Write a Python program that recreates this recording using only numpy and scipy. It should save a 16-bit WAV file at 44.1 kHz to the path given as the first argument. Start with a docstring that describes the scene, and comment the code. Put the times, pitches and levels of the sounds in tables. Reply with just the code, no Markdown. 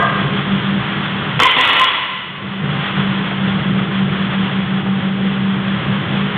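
"""A hard-walled gym: a loaded barbell lands on the rubber floor, then the lifter walks off in soft shoes.
Filtered noise gives the thud of the rims, the clash of iron and the scuffs of the soles; decaying sines ring
the loose plates. A fan drones throughout: a beating motor hum, weak tones, rumble and a hiss of air.
A room ring fades at the start. A narrow-band microphone turns its gain down at the crash, clips the peaks
and lets the drone swell back."""
import sys
import numpy as np
from scipy import signal
from scipy.fft import rfft, irfft, next_fast_len
from scipy.io import wavfile
from scipy.ndimage import uniform_filter1d

SR = 44100
rng = np.random.default_rng(int(sys.argv[2]) if len(sys.argv) > 2 else 0)


def wav_out(sig):
    """Save sig, one row per channel (or a flat mono array), as 16-bit PCM at SR to the path in sys.argv[1]."""
    wavfile.write(sys.argv[1], SR, np.round(np.clip(np.atleast_2d(sig).T, -1, 1) * 32767).astype(np.int16))


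N = 281290
TIME = np.arange(N) / SR

# All levels in the tables are relative; each layer has its own trim.
# The motor hum beats, now faster, now slower; a beat depth of 0 dB dips to silence:
# (time [s], pitch [Hz], level [dB], beat rate [1/s], beat depth [dB])
MOTOR_HUM = [(0.0, 195.9, -29.8, 6.29, -3.6), (0.55, 196.4, -20.9, 6.03, -1),
             (0.75, 196.2, -21.7, 3.48, -3.7), (1.3, 194.8, -28.3, 7.15, -10.5),
             (2.4, 194.9, -25.6, 1.44, -4.8), (3.2, 194.0, -20.6, 2.42, -5.2),
             (4.8, 192.5, -19.9, 6.35, -5.3), (5.0, 192.9, -19.1, 5.86, -11.8),
             (5.55, 194.0, -17.9, 4.43, -15.3), (5.85, 195.1, -24.4, 4.13, -1),
             (6.38, 196.6, -20.2, 3.76, -5.0)]
# Weaker machine tones of the fan: (centre pitch [Hz], level [dB])
MACHINE_TONES = [(141.5, -33), (231, -42), (323, -41), (414.5, -42), (464, -52), (554.5, -47.5),
                 (785, -44.5)]
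# Spectrum of the fan's rumble: (frequency [Hz], density [dB per Hz])
RUMBLE_SPECTRUM = [(20, -39.5), (50, -22), (85, -16.5), (108, -10), (126, -2.5), (145, -1), (162, -2.5),
                   (180, -5.5), (230, -13.5), (380, -16), (600, -23), (1200, -48)]
# Spectrum of the fan's hiss of air: (frequency [Hz], density [dB per Hz])
HISS_SPECTRUM = [(100, -22.5), (400, -11), (700, 0.5), (880, 1), (1050, 5), (1350, 5), (1650, 3.5),
                 (1950, 3), (2350, -1), (2800, 0), (3350, 2.5), (4500, -1)]
# Slow course of the airy hiss: (time [s], level [dB])
HISS_COURSE = [(1.0, -28), (2.9, -28.5), (3.9, -30.5), (4.4, -29.5), (5.05, -32.5), (6.3, -28.5)]
# Fading ring in the room as the lift tops out: (frequency [Hz], width [Hz], peak level [dB])
ROOM_RING_PEAKS = [(480, 200, -11.5), (684, 90, -6.5), (1077, 100, -2), (1185, 16, 3.5), (1232, 16, 3.5),
                   (1326, 35, -11), (1530, 21, -21), (1609, 51, 2), (1810, 290, -23), (1984, 39, -6)]
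# The rims meet the rubber, landing and rebound: (time [s], level [dB])
RIM_THUMPS = [(1.393, -12.5), (1.402, -2), (1.568, -4.5), (1.66, -11.5), (1.834, -18.5)]
# The rubber floor taking the weight: (frequency [Hz], density [dB per Hz])
THUD_SPECTRUM = [(25, -25.5), (70, -10.5), (135, -2.5), (230, -9), (500, -8), (900, -7.5), (3500, -11)]
# The loose plates slam together at the landing and at each rebound:
# (time [s], strength [dB], hardness [dB per octave], fall of the rattle [dB per s])
PLATE_SLAMS = [(1.3999, 2, 2, 41.5), (1.565, -2, 2, 15.5), (1.6501, -3.5, 3, 37), (1.731, -7, 2, 31),
               (1.8362, -9.5, 0.5, 10), (1.87, -10, 4, 134.5)]
# The short clash of iron on iron: (frequency [Hz], density [dB per Hz])
CLASH_SPECTRUM = [(40, -27), (130, -9.5), (300, -6.5), (600, -4), (860, -6), (1030, 1.5), (1300, 0),
                  (1650, -1), (2000, 4.5), (2450, -0.5), (2750, 2.5), (3020, 1), (3300, 2.5), (4500, 2.5)]
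# Ringing modes of the plates and bar: (centre pitch [Hz], level [dB], T60 [s])
IRON_MODES = [(962, 3, 0.24), (990, -15, 0.3), (1017, 2, 0.24), (990, -11, 0.95), (1036, 6.5, 0.4),
              (1100, -2, 0.17), (1140, -4, 0.92), (1364, -11.5, 0.9), (1690, -15, 0.22), (2133, -9.5, 0.18),
              (1985, -1.5, 1), (2215, -18, 0.93), (2000, -6, 0.24), (2480, -11.5, 0.5), (2590, -12.5, 0.22),
              (2934, 1, 0.43), (3010, -5.5, 0.19), (3080, -8, 0.65), (3074, -1, 0.87), (2900, -9.5, 1),
              (3320, -3, 0.31), (3240, -17, 1), (3703.4, -23, 0.46)]
# Soft shoes on the mats: (time [s], level [dB])
SHOE_STEPS = [(2.964, -25.5), (3.311, -19.5), (3.7908, -21), (4.333, -22), (4.5537, -39), (4.863, -25),
              (5.5673, -29)]
# Scuff of a sole: (frequency [Hz], density [dB per Hz])
SCUFF_SPECTRUM = [(60, -6), (300, -10.5), (700, -1.5), (1400, -3), (2200, -14.5), (4000, -11)]
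# Pass band of the microphone: (frequency [Hz], gain [dB])
MIC_RESPONSE = [(20, -0.5), (3400, 2.5), (3600, -4.5), (3800, -11.5), (4000, -16), (4300, -25),
                (4600, -43.5), (4900, -83.5)]

ROOM_T60_S, ECHO_BUILD_UP_S = 1.0, 0.012
# Knocks come further apart as the bar settles; the scatter is a fraction of the gap.
RATTLE_GAP_S, GAP_GROWTH_S_PER_S, GAP_SCATTER = 0.018, 0.027, 0.2
# Weaker knocks are duller: most hardness lost, and the scale of level fall over which it goes.
SOFTEN_DB_PER_OCT, SOFTEN_SPAN_DB = 8, 4.5
CLIP_PEAK, CUTOFF_HZ = 0.73, 15900


def undb(db):
    """Decibels to gain."""
    return np.exp(np.asarray(db) * (np.log(10) / 20))


def level(x, db=0):
    """Scale to an rms level in dB."""
    return x * undb(db) / np.sqrt(np.mean(x ** 2))


def curve(points):
    """Join (time, value) rows by straight lines."""
    return np.interp(TIME, *np.vstack(points).T)


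def spectrum_gain(bins, points):
    """Gain at each bin, drawn in straight lines of dB over log frequency."""
    hz, db = np.transpose(points)
    return undb(np.interp(np.log(bins), np.log(hz), db))


def colour(x, points):
    """Filter by a (frequency, dB) spectrum."""
    size = next_fast_len(N + SR, True)
    bins = np.maximum(np.fft.rfftfreq(size, 1 / SR), 1)
    return irfft(rfft(x, size) * spectrum_gain(bins, points), size)[:N]


def noise(points):
    """Noise of a given spectrum below 4800 Hz, at rms 1."""
    size = next_fast_len(N, True)
    bins = np.maximum(np.arange(0, 4800, SR / size), 1)
    spectrum = rng.standard_normal(len(bins)) + 1j * rng.standard_normal(len(bins))
    return level(irfft(spectrum * spectrum_gain(bins, points), size)[:N])


def walk(rate):
    """Random drift with an rms of 1 that gets a new target rate times a second."""
    knots = rng.standard_normal(2048)
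    return level(np.interp(TIME * rate, np.arange(len(knots)), knots))


def fade(start, t60):
    """A sudden start and an exponential decay that falls 60 dB in t60 seconds."""
    return (TIME >= start) * np.exp(-np.log(1000) * np.clip((TIME - start) / t60, 0, 10))


def tone(hz):
    """A sine of rms 1 that follows a pitch curve from a random phase."""
    return np.sqrt(2) * np.sin(2 * np.pi * (np.cumsum(hz) / SR + rng.random()))


def gym(x, wet_db):
    """Direct sound plus the dense echo of the brick walls, which builds up over a few milliseconds."""
    tail = rng.standard_normal(N) * fade(0, ROOM_T60_S) * (1 - np.exp(-TIME / ECHO_BUILD_UP_S))
    echo = signal.fftconvolve(x, tail / np.linalg.norm(tail))[:N]
    return x + undb(wet_db) * echo


def motor(waver_hz, shiver_db):
    """A hum that swells and dips like two close tones beating."""
    times, *columns = np.transpose(MOTOR_HUM)
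    pitch, level_db, rate, depth_db = (np.interp(TIME, times, column) for column in columns)
    turning = np.exp(2j * np.pi * np.cumsum(rate) / SR)
    beat = np.abs(1j + undb(depth_db) * turning)
    return tone(pitch + waver_hz * walk(7.9)) * beat * undb(level_db + shiver_db * walk(22))


def fan(hum_db, tones_db, rumble_db, hiss_db, flutter_db, surge_db):
    """A throbbing motor hum, weak wavering tones, low surging rumble and a fluttering hiss of air."""
    hum = undb(hum_db) * motor(waver_hz=0.44, shiver_db=1.0)
    tones = np.zeros(N)
    for hz, db in MACHINE_TONES:
        tones += tone(hz + 1.2 * walk(8)) * undb(db + tones_db + 2.2 * walk(3))
    rumble = noise(RUMBLE_SPECTRUM) * undb(rumble_db + surge_db * walk(14))
    hiss = noise(HISS_SPECTRUM) * undb(curve(HISS_COURSE) + hiss_db + flutter_db * walk(18))
    return hum + tones + rumble + hiss


def top_ring(db, t60):
    """Noise through narrow resonances, dying away in the room from the very start."""
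    bins = np.fft.rfftfreq(N, 1 / SR)
    shape = np.zeros(len(bins))
    for hz, width, peak_db in ROOM_RING_PEAKS:
        shape += undb(peak_db) / (1 + (2 * (bins - hz) / width) ** 2)
    resonance = irfft(rfft(rng.standard_normal(N)) * shape, N)
    return level(resonance, db) * fade(0, t60)


def rattle(count):
    """Every slam sets off a run of ever weaker, duller knocks: their times, forces and hardness."""
    start, strength_db, hardness, fall = np.transpose(PLATE_SLAMS)[:, :, None]
    nth = np.arange(count)
    gap = RATTLE_GAP_S + GAP_GROWTH_S_PER_S * (start - start[0])
    # the slam itself (knock 0) stays exactly on time
    scatter = GAP_SCATTER * rng.standard_normal((len(PLATE_SLAMS), count)) * (nth > 0)
    age = gap * (nth + scatter)
    before_next = start + age + gap / 2 < np.vstack([start[1:], [np.inf]])
    lost_db = fall * age
    dulled = hardness - SOFTEN_DB_PER_OCT * np.tanh(lost_db / SOFTEN_SPAN_DB)
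    force = undb(strength_db - lost_db)
    return (start + age)[before_next], force[before_next], dulled[before_next]


def chatter(spectrum, depth_db, shimmer_db):
    """Many small contacts: the level stutters, and each band of the noise shimmers on its own."""
    edges = np.linspace(30, 4830, 13)
    total = np.zeros(N)
    for band in zip(edges, edges[1:]):
        sos = signal.butter(3, band, "bandpass", fs=SR, output="sos")
        total += signal.sosfilt(sos, noise(spectrum)) * undb(shimmer_db * walk(40))
    return level(total * undb(depth_db * walk(220)))


def ring(times, force, hardness, scatter_db, waver, buzz_db):
    """Each knock feeds the iron modes in its own proportions; harder contacts favour the high ones."""
    starts = (times * SR).astype(int)
    share = undb(scatter_db * rng.standard_normal((len(starts), len(IRON_MODES))))
    turn = np.exp(2j * np.pi * rng.random(share.shape))  # random phase of each blow
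    out = np.zeros(N)
    for k, (hz, db, t60) in enumerate(IRON_MODES):
        tilt = undb(hardness * np.log2(hz / 1800))
        blows = np.zeros(N, complex)
        blows[starts] = force * share[:, k] * turn[:, k] * tilt
        decay = np.exp(-np.log(1000) / (t60 * SR))
        swing = signal.lfilter([1], [1, -decay], blows)
        # the plates rock against each other, so the pitch and strength of every mode waver
        phase = 2 * np.pi * np.cumsum(hz * (1 + waver * walk(70))) / SR
        out += undb(db + buzz_db * walk(45)) * np.abs(swing) * np.sin(phase + np.angle(swing))
    return out


def barbell(crash_db, ring_db, clash_t60, thud_t60):
    """The rims thud on the rubber; the loose plates clash and ring again and again as the bar settles."""
    times, force, hardness = rattle(count=7)
    # knocks overlap as independent noises do: their powers add
    contact = np.sqrt(sum((f * fade(s, clash_t60)) ** 2 for s, f in zip(times, force)))
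    clash = chatter(CLASH_SPECTRUM, depth_db=0.5, shimmer_db=3.5) * contact
    thud = noise(THUD_SPECTRUM) * sum(undb(db) * fade(s, thud_t60) for s, db in RIM_THUMPS)
    iron = undb(ring_db) * ring(times, force, hardness, scatter_db=2.5, waver=0.0055, buzz_db=5.5)
    return undb(crash_db) * (gym(clash + thud, wet_db=-0.5) + gym(iron, wet_db=-8.5))


def footsteps(t60):
    """Short noise scuffs of flat soles, each with a sudden start and a quick decay."""
    scuffs = sum(undb(db) * fade(s, t60) for s, db in SHOE_STEPS)
    return gym(noise(SCUFF_SPECTRUM) * scuffs, wet_db=-6.0)


def scene():
    """Everything that reaches the microphone."""
    drone = fan(hum_db=-0.54, tones_db=-1.0, rumble_db=-24.0, hiss_db=4.0, flutter_db=1.0, surge_db=1.68)
    room_ring = top_ring(db=-13.5, t60=1.03)
    crash = barbell(crash_db=15.5, ring_db=-17.5, clash_t60=0.13, thud_t60=0.13)
    steps = footsteps(t60=0.098)
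    return (drone + room_ring + crash + steps)[None]


def gain_control(x, limit_db, ratio, release_db_per_s, window_s):
    """The gain drops within milliseconds when the sound passes the limit and climbs back steadily."""
    power = uniform_filter1d(x ** 2, max(int(window_s * SR), 2))
    over_db = np.maximum(10 * np.log10(np.maximum(power, 1e-12)) - limit_db, 0)
    wanted_cut_db = over_db * (1 - 1 / ratio)
    # a running maximum on a rising ramp holds each cut and releases it at the ramp's slope
    climb_db = release_db_per_s * TIME
    cut_db = np.maximum.accumulate(wanted_cut_db + climb_db) - climb_db
    return x * undb(-uniform_filter1d(cut_db, size=64))


def record(dry):
    """Narrow pass band, gain control, hard clipping of the highest peaks and the final cut-off."""
    narrow = colour(dry[0], MIC_RESPONSE)
    held = gain_control(narrow, limit_db=-11.0, ratio=10.2, release_db_per_s=24.5, window_s=0.012)
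    clipped = np.clip(held, -CLIP_PEAK, CLIP_PEAK)
    low_pass = signal.ellip(8, 0.2, 80, CUTOFF_HZ, fs=SR, output="sos")
    return signal.sosfilt(low_pass, clipped)[None]


dry = scene()
out = record(dry)
wav_out(out)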